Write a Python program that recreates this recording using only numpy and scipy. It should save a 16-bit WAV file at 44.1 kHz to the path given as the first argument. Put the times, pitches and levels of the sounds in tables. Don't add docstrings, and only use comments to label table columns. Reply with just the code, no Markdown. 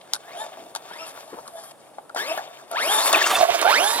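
import sys
import numpy as np
from scipy import signal
from scipy.fft import rfft, irfft
from scipy.io import wavfile
from scipy.ndimage import uniform_filter1d, map_coordinates

SR = 44100
rng = np.random.default_rng(int(sys.argv[2]) if len(sys.argv) > 2 else 0)


def wrap_up_sound(samples):
    columns = np.atleast_2d(samples).T
    tamed = np.clip(columns, -1, 1)
    steps = np.round(tamed * 32767).astype(np.int16)
    wavfile.write(sys.argv[1], SR, steps)


def linear_from_db(decibels):
    return 10 ** (np.asarray(decibels, float) / 20)


N = 176400
T = np.arange(N) / SR

# (time [s], gear mesh [Hz], mesh level [dB], whir level [dB])
FAR_BURSTS = [
    [(.22, 1400, -64, -76), (.274, 1750, -60, -75), (.324, 2219, -51, -66), (.348, 2742, -58, -62),
     (.375, 3300, -51, -58), (.418, 3629, -45, -60), (.454, 3645, -59, -62), (.52, 3470, -72, -66)],
    [(.88, 1333, -57, -54), (.9, 1400, -56, -53), (.938, 1684, -47, -52), (.975, 2200, -54, -52),
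     (1.0, 2699, -45, -53), (1.045, 2770, -44, -52), (1.065, 2660, -56, -48), (1.12, 2600, -66, -47)],
    [(1.14, 2650, -75.5, -58), (1.5, 3324, -86, -60), (1.58, 3460, -57.5, -53), (1.72, 3160, -66, -56.5)],
]
# (time [s], gear mesh [Hz], mesh level [dB], whir level [dB])
NEAR_BURSTS = [
    [(2.162, 1950, -44, -44), (2.173, 1706, -35, -48), (2.184, 1470, -33, -52), (2.209, 1709, -35, -49),
     (2.243, 2052, -38, -47), (2.273, 2261, -43, -45), (2.287, 2576, -39, -44), (2.325, 2715, -39, -44),
     (2.345, 2600, -60, -48)],
    [(2.712, 700, -37, -46), (2.748, 657, -31, -53), (2.77, 993, -28, -45), (2.806, 1666, -31, -38),
     (2.87, 2742, -34, -33), (2.93, 3600, -33, -34), (2.994, 3540, -34, -34), (3.045, 4450, -37, -35),
     (3.085, 4650, -44, -30)],
    [(3.648, 700, -18, -33), (3.69, 800, -19, -33), (3.72, 1150, -25, -33), (3.742, 1510, -18, -34),
     (3.75, 1700, -26, -33), (3.794, 2557, -28, -33), (3.832, 3292, -32, -34), (3.9, 3680, -34, -36),
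     (4.02, 4280, -39, -40)],
]
BURST_HUM_DB = [11, 8, 8, 11, 7, 6]
MESH_DB = [2, -6, -12, -14, -28]
HUM_DB = [-14, 0, -14, -7]
# (frequency [Hz], gain [dB])
GEARBOX_DB = [(3600, 0), (5400, 2), (6400, -6), (7200, 6), (8300, -16), (9600, 11), (10800, 15),
              (12500, -18)]
# (frequency [Hz], gain [dB])
HUM_BODY_DB = [(300, -4), (480, -1), (680, 2), (850, 0), (2000, -3)]
# (frequency [Hz], density [dB per Hz])
WHIR_DB = [(300, -27.5), (700, -1.5), (2500, -14), (5300, -11), (6500, -14.5), (10300, -4.5),
           (12000, -12.5), (15500, -37)]
# (time [s], shell boom [dB], rattle re boom [dB])
ROLL = [(0, -58.5, 1), (.43, -32.5, -14), (0.719, -47.5, -7), (1.049, -52.5, 3.5), (1.36, -47, -6.5),
        (1.651, -47.5, -27), (1.8, -57.5, 0.5), (2.14, -70, 7), (2.165, -39, 3), (2.381, -35, -1),
        (2.418, -38, -9.5), (2.7, -54.5, 0.5), (2.73, -40, -2), (3.05, -32, 5.5), (3.15, -28, 4.5),
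        (3.38, -24, 0.5), (3.46, -21.5, -8.5), (3.62, -28, 1.5), (4, -37.5, 4)]
# (frequency [Hz], width [Hz], level [dB])
SHELL_MODES = [(691, 71, 0), (1140, 300, -7), (2650, 55, -7), (3530, 260, -11.5)]
# (frequency [Hz], density [dB per Hz])
RATTLE_DB = [(100, -50.5), (330, -10), (727, -2.5), (917, -3), (2630, -9), (3460, -11), (11000, -18),
             (15500, -24.5)]
# (mid time [s], level [dB], frequency [Hz], length [s])
BUMPS = [(0.367, -30, 697, 0.067), (0.523, -37, 723, 0.018), (1.555, -32.5, 667, 0.056),
         (1.59, -36.5, 668, 0.054), (2.101, -34, 1377, 0.0063), (2.149, -23, 724, 0.006),
         (2.32, -17, 678, 0.012), (2.166, -22.5, 730, 0.013), (2.345, -27, 735, 0.015),
         (2.395, -22.5, 745, 0.01), (3.34, -16, 756, 0.027), (3.244, -12.5, 2730, 0.0092),
         (3.317, -13.5, 1190, 0.013), (3.359, -14.5, 2650, 0.011), (3.356, -14, 3530, 0.0095),
         (3.411, -13.5, 724, 0.039), (3.433, -5, 686, 0.017), (3.497, -11.5, 701, 0.026),
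         (3.555, -18, 678, 0.026)]
# (mid time [s], level [dB], frequency [Hz], length [s])
SKIDS = [
    (.915, -34, 900, .016),
    (2.386, -28, 1700, .014),
    (3.149, -11, 2550, .018),
    (3.219, -14, 1780, .019),
    (3.27, -19, 1350, .014),
]
# (time [s], peak level [dB], tilt [dB per octave])
SNAPS = [(0.1348, -3.5, 4.5), (0.1459, -19, 0.5), (0.1526, -17.5, 1.5), (0.162, -22.5, -0.5),
         (0.7507, -14, 1), (0.76, -15.5, -1.5), (0.913, -30.5, -19), (0.572, -33.5, -16), (1.478, -26, 2.5),
         (1.984, -26.5, -10.5), (2.095, -30.5, -4.5), (2.148, -25, 4.5), (2.161, -18.5, -8.5),
         (2.376, -18.5, -5), (2.714, -21.5, 7), (3.129, -3.5, 4.5), (3.615, -10, 2.5)]
# (frequency [Hz], density [dB per Hz])
SNAP_DB = [(300, -37.5), (780, 1.5), (1000, -8.5), (1440, 0), (1900, -22.5), (4300, 2), (6000, -8.5),
           (10300, -1), (15500, -39)]
# (mid time [s], level [dB], frequency [Hz], length
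# [s])
BRUSHES = [(0.62, -50.5, 356, 0.089), (0.764, -37.5, 4040, 0.013), (1.17, -43.5, 900, .03),
           (1.338, -39, 320, .02), (1.342, -43, 836, .02), (1.384, -40, 590, 0.026),
           (.015, -49, 2980, .007), (1.475, -43, 830, .03), (3.078, -28, 3240, 0.0091),
           (3.195, -26, 1900, 0.027), (3.268, -20.5, 1330, 0.012), (3.308, -20.5, 1210, 0.0079),
           (3.311, -32, 4460, .015), (3.396, -47, 121, 0.035), (3.506, -53, 90, 0.028),
           (3.615, -27, 6940, 0.0061), (3.975, -43.5, 305, .04)]
# (frequency [Hz], density [dB per Hz])
GARDEN_SHAPE_DB = [(25, -32), (130, -16), (680, -2.5), (1500, -18), (2200, -29), (6500, -32.5),
                   (9500, -22.5), (15500, -46)]
# (time [s], side [-1 right .. 1 left])
SIDE_OF = [
    (0, 0.66),
    (2.5, 0.86),
    (3.25, .6),
    (3.45, -0.93),
    (3.65, -0.71),
]
# (frequency [Hz], level [dB])
TWIST_DB = [(200, -55), (900, -2.5), (2500, -8), (9000, -15.5)]

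HUM_RATIO, HUM_STARTS_HZ = .24, 440
THROTTLE_EDGE_S, RUNOUT = .008, .5
UPPER_STARTS_HZ, UPPER_FADES_HZ = 700, 1900
SAG_PER_S, SKID_PER_S = 1, 17
SNAP_DECAY_S, SNAP_TOP_DECAY_S, SNAP_LEAD_S = .006, .0016, .01
GARDEN_DB, FAN_HZ, FAN_DB = -48.5, 140, -70.5
PAN_DB, LAG_S, LEFT_DB = 6.5, .00008, -1.5


def unit(x):
    return x / np.sqrt(np.mean(x ** 2))


def colour(x, points):
    hz, db = np.array(points, float).T
    f = np.maximum(np.fft.rfftfreq(len(x), 1 / SR), 1)
    return irfft(rfft(x) * linear_from_db(np.interp(np.log(f), np.log(hz), db)), len(x))


def ring(x, hz, width_hz):
    return signal.lfilter(*signal.iirpeak(hz, hz / width_hz, fs=SR), x)


def walk(rate_hz):
    k = int(SR / rate_hz)
    held = np.repeat(rng.standard_normal(N // k + 1), k)
    return unit(uniform_filter1d(uniform_filter1d(held, k), k)[:N])


def grains(rate_hz, spread_db, hiss):
    size = linear_from_db(spread_db * np.minimum(rng.exponential(size=N), 4))
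    clicks = (rng.random(N) < rate_hz / SR) * rng.standard_normal(N) * size
    return unit(clicks) + hiss * rng.standard_normal(N)


def patchy(x, points, db, rate_hz):
    full, out = colour(x, points), 0
    for hz in 90 * 2 ** np.arange(8):
        octave = colour(full, [(hz / 2, -40), (hz / 1.3, -1), (hz * 1.3, -1), (hz * 2, -40)])
        out = out + linear_from_db(db * walk(rate_hz)) * octave
    return unit(out)


def garden():
    mid, side = (patchy(rng.standard_normal(N), GARDEN_SHAPE_DB, 0.94, 7.9) for _ in range(2))
    side = colour(side, [(30, -1), (300, -5.0), (900, -8.5), (2500, -13)])
    fan = linear_from_db(FAN_DB + walk(3.7)) * np.sin(2 * np.pi * FAN_HZ * T)
    return linear_from_db(GARDEN_DB - 3) * (mid + side * np.array([[1], [-1]])) + fan


def rolling():
    s, boom_db, rattle_db = np.array(ROLL, float).T
    jolts = linear_from_db(1.5 * walk(55))
    shake = grains(900, 5, .7) * jolts
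    boom_hz = SHELL_MODES[0][0]
    boom = unit(ring(ring(shake, boom_hz, 123), boom_hz, 136))
    parts = unit(sum(linear_from_db(db) * ring(shake, f, w * 0.5) for f, w, db in SHELL_MODES[1:]))
    rattle = patchy(grains(2500, 2.56, 1.0), RATTLE_DB, db=3.0, rate_hz=50) * jolts + 0.42 * parts
    boom_gain = linear_from_db(np.interp(T, s, boom_db) - 2.5)
    rattle_gain = linear_from_db(np.interp(T, s, boom_db + rattle_db) + 1.2)
    return boom_gain * boom + rattle_gain * rattle


def brushes():
    out = np.zeros(N)
    crunch = grains(3000, 4, .6)
    for s, db, hz, length_s in BRUSHES:
        i = slice(int((s - 2 * length_s) * SR), int((s + 2 * length_s) * SR))
        band = [(hz / 3, -24), (hz / 1.5, 0), (hz * 1.5, 0), (hz * 3, -18), (hz * 30, -50)]
        swell = np.exp(-(1.5 * (T[i] - s) / length_s) ** 2)
        out[i] += linear_from_db(db) * unit(colour(crunch[i], band)) * swell
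    return out


def snaps():
    out = np.zeros(N)
    noise = rng.standard_normal((len(SNAPS), 4096))
    t = np.arange(4096) / SR - SNAP_LEAD_S
    attack = (t >= 0) * np.clip(t / .0003, 0, 1)
    low_decay = attack * np.exp(-np.maximum(t, 0) / SNAP_DECAY_S)
    top_decay = attack * np.exp(-np.maximum(t, 0) / SNAP_TOP_DECAY_S)
    for (s, db, tilt_db), n in zip(SNAPS, noise):
        crack = unit(colour(colour(n, SNAP_DB), [(250, -2 * tilt_db), (16000, 4 * tilt_db)]))
        low = colour(crack, [(2000, 0), (3500, -30)])
        i = int((s - SNAP_LEAD_S) * SR)
        out[i:i + 4096] += linear_from_db(db - 4) * (low * low_decay + (crack - low) * top_decay)
    return out


def wobble(depth_db):
    return linear_from_db(depth_db * walk(70) - 1) * (1 + .4 * walk(700))


def throttle():
    hz, mesh, hum, whir = np.full(N, 700.), np.zeros(N), np.zeros(N), np.zeros(N)
    for rows, hum_db in zip(FAR_BURSTS + NEAR_BURSTS, BURST_HUM_DB):
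        s, f, db, whir_db = np.array(rows, float).T
        on = np.clip(np.minimum(T - s[0], s[-1] - T) / THROTTLE_EDGE_S + .5, 0, 1)
        hz = np.where(on > 0, np.interp(T, s, f), hz)
        mesh += on * linear_from_db(np.interp(T, s, db))
        hum += on * linear_from_db(uniform_filter1d(np.interp(T, s, db + hum_db), size=1800))
        whir += on * linear_from_db(np.interp(T, s, whir_db))
    hz = uniform_filter1d(hz, size=300) * (1 + .014 * walk(80) + .004 * walk(400))
    return hz, mesh, hum, whir


def gear_mesh(hz, turn):
    rise = np.clip(5 * hz / UPPER_STARTS_HZ - 5, 0, 1)
    fade = np.clip(3 - 3 * hz / UPPER_FADES_HZ, 0, 1)
    teeth = np.zeros(N)
    for k, db in enumerate(MESH_DB):
        gate = 1 if k < 2 else rise if k < 3 else rise * fade
        teeth += linear_from_db(db) * wobble(1.8) * np.sin((k + 1) * turn) * gate
    return colour(teeth * (1 + RUNOUT * np.sin(turn * HUM_RATIO / 2)), GEARBOX_DB)


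def motor_hum(hz, turn):
    half_turn = turn * HUM_RATIO / 2
    poles = sum(linear_from_db(db) * wobble(2) * np.sin((k + 1) * half_turn) for k, db in enumerate(HUM_DB))
    return colour(poles, HUM_BODY_DB) * np.clip(hz * HUM_RATIO / HUM_STARTS_HZ - .6, 0, 1) ** 2


def gear_whir(hz):
    hiss = patchy(grains(4000, 3, .6), WHIR_DB, db=2, rate_hz=40) * linear_from_db(1.5 * walk(60))
    low = colour(hiss, [(4000, 3.5), (7000, -18)])
    return linear_from_db(8) * (low + (hiss - low) * (hz / 3500) ** 1.25)


def drive():
    hz, mesh, hum, whir = throttle()
    turn = 2 * np.pi * np.cumsum(hz) / SR
    return 1.6 * mesh * gear_mesh(hz, turn) + 1.4 * hum * motor_hum(hz, turn) + whir * gear_whir(hz)


def bumps():
    out, rough = np.zeros(N), linear_from_db(2 * walk(400))
    for rows, sag in ((BUMPS, SAG_PER_S), (SKIDS, SKID_PER_S)):
        for s, db, hz, length_s in rows:
            i = slice(int((s - length_s) * SR), int((s + length_s) * SR))
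            t = T[i] - s
            swell = np.exp(-(2.61 * t / length_s) ** 2)
            out[i] += linear_from_db(db) * swell * np.sin(2 * np.pi * hz * (t - sag * t * t / 2))
    return out * rough


def scene():
    highpass = signal.butter(N=3, Wn=200, btype="high", fs=SR, output="sos")
    truck = signal.sosfilt(highpass, rolling() + snaps() + drive() + bumps()) + brushes()
    side = np.interp(T, *np.array(SIDE_OF, float).T)
    twist = colour(signal.hilbert(truck).imag, TWIST_DB) * side
    ports = []
    for g in (1, -1):
        when = (T + g * side * LAG_S / 2) * SR
        heard = map_coordinates(truck - g * twist, [when], mode="mirror")
        ports.append(heard * linear_from_db(g * (side * PAN_DB + LEFT_DB) / 2))
    tails = rng.standard_normal((2, 4096)) * np.exp(-T[:4096] / .008)
    scatter = np.array([signal.fftconvolve(truck, h / np.linalg.norm(h))[:N] for h in tails])
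    return np.array(ports) + scatter * linear_from_db(-9) + garden()


def top_cut(x):
    return signal.sosfilt(signal.butter(12, 16470, fs=SR, output="sos"), x)


def record(dry):
    top = signal.ellip(8, .2, 70, 15950, fs=SR, output="sos")
    mix = signal.sosfilt(top, np.tanh(dry * 0.61) / 0.59)
    return top_cut(mix)


dry = scene()
out = record(dry)
wrap_up_sound(out)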